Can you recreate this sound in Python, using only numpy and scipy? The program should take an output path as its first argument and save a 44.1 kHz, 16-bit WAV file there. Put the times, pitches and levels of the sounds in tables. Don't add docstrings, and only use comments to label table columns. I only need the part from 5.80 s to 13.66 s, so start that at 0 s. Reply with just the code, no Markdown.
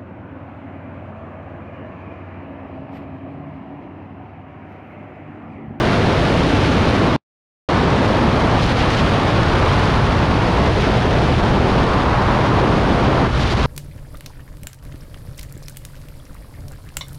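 import sys
import numpy as np
from scipy import signal
from scipy.fft import rfft, irfft, next_fast_len
from scipy.io import wavfile
from scipy.ndimage import uniform_filter1d, minimum_filter1d, map_coordinates

SR = 44100
rng = np.random.default_rng(int(sys.argv[2]) if len(sys.argv) > 2 else 0)


def to_wav(sig):
    pcm = np.clip(np.atleast_2d(sig), -1, 1) * 32767
    pcm = np.round(pcm).astype(np.int16)
    wavfile.write(sys.argv[1], SR, pcm.T)


N = 346626
TIME_S = np.arange(N) / SR


def amp(db):
    return 10 ** (np.asarray(db) / 20)


def unit_rms(x):
    return x / np.sqrt(np.mean(x ** 2) + 1e-20)


def curves(table):
    time_s, *columns = np.transpose(table)
    return [np.interp(TIME_S, time_s, column) for column in columns]


def swell(start_s, end_s, edge_s):
    return np.clip(0.5 + np.minimum(TIME_S - start_s, end_s - TIME_S) / edge_s, 0, 1)


def arch(peak_s, length_s):
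    return np.cos(np.pi * np.clip((TIME_S - peak_s) / length_s, -0.5, 0.5))


def wobble(rate_hz):
    knots = rng.standard_normal(int(N * rate_hz / SR) + 4)
    return map_coordinates(knots, [TIME_S * rate_hz])


def filtered(x, response):
    size = next_fast_len(N + SR // 2)
    hz = np.fft.rfftfreq(size, 1 / SR)
    return irfft(rfft(x, size) * response(hz), size)[:N]


def turbulence(spectrum):
    freq_hz, level_db = np.transpose(spectrum)
    colour = lambda hz: amp(np.interp(np.log(hz + 1), np.log(freq_hz), level_db, left=-120, right=-120))
    noise = filtered(rng.standard_normal(N), colour)
    power = np.abs(uniform_filter1d(noise ** 2, size=SR // 8))
    return noise / np.sqrt(power + 1e-20)


def swept_resonance(x, centre_hz, width_oct, boost_db, fft_size):
    hz, frame_s, frames = signal.stft(x, SR, nperseg=fft_size)
    offset_oct = np.log2((hz[:, None] + 1) / np.interp(frame_s, TIME_S, centre_hz))
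    gain = amp(boost_db * np.exp(-(offset_oct / width_oct) ** 2))
    return signal.istft(frames * gain, SR, nperseg=fft_size)[1][:N]


# freq_hz, level_db
THROB_SPECTRUM = [(40, -18), (68, -2), (90, -2), (115, -2.5), (150, -5), (220, -15), (600, -47)]
RUMBLE_SPECTRUM = [(10, -22.5), (24, -6), (42, -7), (58, 3), (75, -10), (130, -30.5)]
# time_s, rumble_db, throb_db, throb_hz
LARGE_EDDIES = [(0, -27, -21.5, 115), (1.2, -29.5, -19.5, 100), (2.0, -29, -20, 135), (2.8, -25, -20, 120),
                (3.4, -25.5, -19, 110), (3.95, -24.5, -16.5, 108), (4.85, -24, -20, 100),
                (5.5, -21.5, -19.5, 114), (6.05, -21, -21, 124.7), (6.5, -24, -19, 106),
                (7.0, -24.5, -20, 120), (7.45, -24.5, -19.5, 128), (7.65, -20.5, -20, 138),
                (7.86, -21.5, -18, 130)]

def buffeting(lull):
    rumble_db, throb_db, throb_hz = curves(LARGE_EDDIES)
    eddies = turbulence(THROB_SPECTRUM)
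    eddies = swept_resonance(eddies, throb_hz, width_oct=0.34, boost_db=3.5, fft_size=4096)
    throb = amp(throb_db - 0.5 + 0.81 * wobble(9)) * unit_rms(eddies)
    lull_rise_db = 1
    rumble = amp(rumble_db - 1.5 + lull_rise_db * lull + 0.89 * wobble(8)) * turbulence(RUMBLE_SPECTRUM)
    return throb + rumble


# pitch_ratio, level_db
CAVITY_SPECTRUM = [(.6, -23), (.88, -5), (1, 2), (1.14, 2), (1.6, -30)]
# start_s, end_s, pitch_hz, level_db
CAVITY_CATCHES = [(0, .42, 172, -25.5), (.45, .75, 162, -24), (.68, .92, 255, -21),
                  (0.897, 1.45, 193, -26.5), (1.15, 1.451, 275, -22.5), (1.848, 2.25, 156, -23),
                  (2.002, 2.55, 217, -25), (6.95, 7.35, 193, -27.5), (7.603, 7.86, 202, -28)]

def cavity_drone():
    drone = np.zeros(N)
    for start_s, end_s, pitch_hz, level_db in CAVITY_CATCHES:
        spectrum = [(ratio * pitch_hz, db) for ratio, db in CAVITY_SPECTRUM]
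        drone += amp(level_db) * swell(start_s, end_s, edge_s=0.3) * turbulence(spectrum)
    return drone


# freq_hz, level_db
ROAR_SPECTRUM = [(70, -23.5), (165, 0.5), (270, -1.5), (380, -3), (520, -4.5), (700, -6.5), (1100, -17.5),
                 (2000, -23.5), (4000, -39.5), (8000, -64.5)]
# time_s, level_db
WAKE_STRENGTH = [(0, -17.5), (1.1, -18.5), (2.35, -18), (2.65, -18.5), (3.2, -18.5), (4.2, -20.5),
                 (5.0, -18), (5.9, -18), (6.45, -21), (6.75, -18), (7.3, -18), (7.86, -18.5)]

def wake_roar(flutter, lull, lull_cut_db=8):
    level_db, = curves(WAKE_STRENGTH)
    roar = amp(0.41 * flutter + 0.44 * wobble(16)) * turbulence(ROAR_SPECTRUM)
    return amp(level_db - lull_cut_db * lull) * unit_rms(roar)


# freq_hz, level_db
HOWL_SPECTRUM = [(300, -22), (620, -5.5), (850, 1), (1120, 0), (1500, -6.5), (2100, -14.5), (4000, -32),
                 (8000, -57.5)]
# time_s, centre_hz, relative_db
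HOWL_PATH = [(0, 1394, -23.5), (0.9, 1396, -26), (1.9, 1000, -19.5), (2.25, 1050, -23), (2.72, 1120, -22),
             (2.9, 1300, -23), (3.15, 1400, -21.5), (3.9, 1250, -20.5), (4.45, 820, -21.5),
             (4.83, 830, -22.5), (5.4, 640, -23.5), (5.9, 880, -22), (6.5, 1060, -18), (6.8, 1080, -20.5),
             (7.05, 960, -23), (7.38, 900, -22), (7.53, 1380, -20)]

def helmet_howl(flutter, lull, lull_cut_db=7):
    centre_hz, relative_db = curves(HOWL_PATH)
    shedding = turbulence(HOWL_SPECTRUM)
    shedding = swept_resonance(shedding, centre_hz, width_oct=0.53, boost_db=2, fft_size=1024)
    howl = amp(0.44 * flutter + 0.49 * wobble(16)) * shedding
    return amp(relative_db - 2.15 - lull_cut_db * lull) * unit_rms(howl)


# freq_hz, level_db
HISS_SPECTRUM = [(700, -11), (1400, 4), (2000, 2), (3200, 0), (4200, -4), (5200, -9.5), (6500, -16.5),
                 (7900, -25), (9300, -23.5), (10800, -33), (12200, -43.5), (14500, -50)]
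FIZZ_SPECTRUM = [(5000, -9), (8000, -9.5), (9300, -5), (10800, -2.5), (12200, -10), (14500, -26.5)]
# time_s, relative_db
PORT_EXPOSURE = [(0, -29.5), (0.9, -29), (1.35, -31), (2.4, -31), (2.67, -32), (2.8, -29.5), (3.2, -29.5),
                 (3.5, -30), (4.05, -30), (4.35, -31.5), (5.2, -31), (6.3, -33), (7.34, -33), (7.49, -33.5),
                 (7.57, -31.5), (7.86, -31.5)]

def port_hiss(flutter):
    exposure_db, = curves(PORT_EXPOSURE)
    spurts = amp(0.4 * flutter + 0.28 * wobble(12) + 0.48 * wobble(110) + 1.05 * wobble(450))
    hiss = amp(exposure_db + 2.5) * turbulence(HISS_SPECTRUM) + port_surges()
    fizz = amp(-64.5) * turbulence(FIZZ_SPECTRUM)
    return spurts * (hiss + fizz)


# peak_s, length_s, rise_db
WAKE_GUSTS = [(1.25, 0.16, 0.5), (2.41, 0.2, 1), (2.75, .1, 2), (4.8, 0.25, 0.5), (7.344, .18, 0.5)]

def gust_gain():
    return amp(sum(rise_db * arch(peak_s, length_s) for peak_s, length_s, rise_db in WAKE_GUSTS))


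def dropout(x, start_s, end_s, dull_until_s, dull_above_hz):
    treble = filtered(x, lambda hz: hz > dull_above_hz)
    dull = swell((start_s + end_s) / 2, dull_until_s, edge_s=0.005)
    drop_db, fade_db_per_s = 26, 860
    fade = amp(-drop_db - fade_db_per_s * np.maximum(TIME_S - start_s, 0))
    gate = np.where((TIME_S < start_s) | (TIME_S > end_s), 1, fade)
    return (x - dull * treble) * uniform_filter1d(gate, size=64)


# start_s, length_s, depth
STREAM_LULLS = [(2.822, 0.075, 0.45), (2.98, 0.044, 0.3), (3.082, 0.048, 0.3), (3.169, 0.024, 0.6),
                (4.929, 0.035, 0.75), (5.008, 0.029, 0.4), (5.177, 0.034, 0.44), (5.546, 0.033, 1),
                (7.48, 0.028, 0.3), (7.51, 0.04, 1), (7.552, 0.11, 0.72), (7.668, 0.04, 0.85),
                (7.706, 0.14, 0.53)]

def lull_depth():
    return sum(depth * swell(start_s, start_s + length_s, edge_s=0.02)
               for start_s, length_s, depth in STREAM_LULLS)


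# freq_hz, level_db
RASP_SPECTRUM = [(1200, 0.5), (2200, 4), (3200, -2), (4200, -11), (5500, -12), (8000, -32)]
FLARE_SPECTRUM = [(1200, -1), (2400, -3.5), (3400, 3.5), (4500, 0), (5500, -6), (7900, -19), (9300, -24),
                  (12200, -30), (14500, -45)]
# peak_s, length_s, level_db, brightness
HISS_SURGES = [(2.845, 0.066, -32, 0.9), (2.905, 0.056, -35, 0.8), (3.012, 0.07, -26.5, 0.02),
               (3.13, 0.078, -31.5, 0.6), (3.186, 0.069, -27.5, 0.15), (5.0, .1, -38, .9),
               (5.043, 0.079, -29, .05), (7.25, 0.07, -30, 0), (7.618, 0.049, -30, 0.8),
               (7.675, 0.03, -30, 0.4), (7.72, 0.055, -29, 0.85), (7.823, 0.17, -33, .6)]

def port_surges():
    rasp, flare = turbulence(RASP_SPECTRUM), turbulence(FLARE_SPECTRUM)
    surges = np.zeros(N)
    for peak_s, length_s, level_db, brightness in HISS_SURGES:
        blend = np.sqrt(1 - brightness) * rasp + np.sqrt(brightness) * flare
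        surges += amp(level_db) * arch(peak_s, length_s) * blend
    return surges


# centre_s, length_s, change_db
LEVEL_DIPS = [(2.944, 0.053, -3), (3.3, 0.06, -0.5), (5.49, 0.06, -0.5), (7.498, 0.097, -2.6),
              (7.757, 0.039, -3.5)]

def dip_gain():
    return amp(sum(db * arch(centre_s, length_s) for centre_s, length_s, db in LEVEL_DIPS))


def scene():
    flutter, lull = wobble(45), lull_depth()
    lows = buffeting(lull) + cavity_drone()
    wake = gust_gain() * (wake_roar(flutter, lull) + helmet_howl(flutter, lull))
    return (lows + dip_gain() * (wake + port_hiss(flutter)))[None]


def limiter(x, threshold_db, hold_s, ratio):
    span = int(hold_s * SR)
    gain = np.minimum(1, amp(threshold_db) / (np.abs(x) + 1e-9)) ** (1 - 1 / ratio)
    return x * uniform_filter1d(minimum_filter1d(gain, span), span)


def record(dry):
    gain_db, top_hz = 0.56, 14900
    limited = limiter(amp(gain_db) * dry[0], threshold_db=-6.5, hold_s=0.0043, ratio=2)
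    gated = dropout(limited, start_s=1.3635, end_s=1.888, dull_until_s=2.218, dull_above_hz=9800)
    return filtered(gated, lambda hz: hz < top_hz)[None]


dry = scene()
out = record(dry)
to_wav(out)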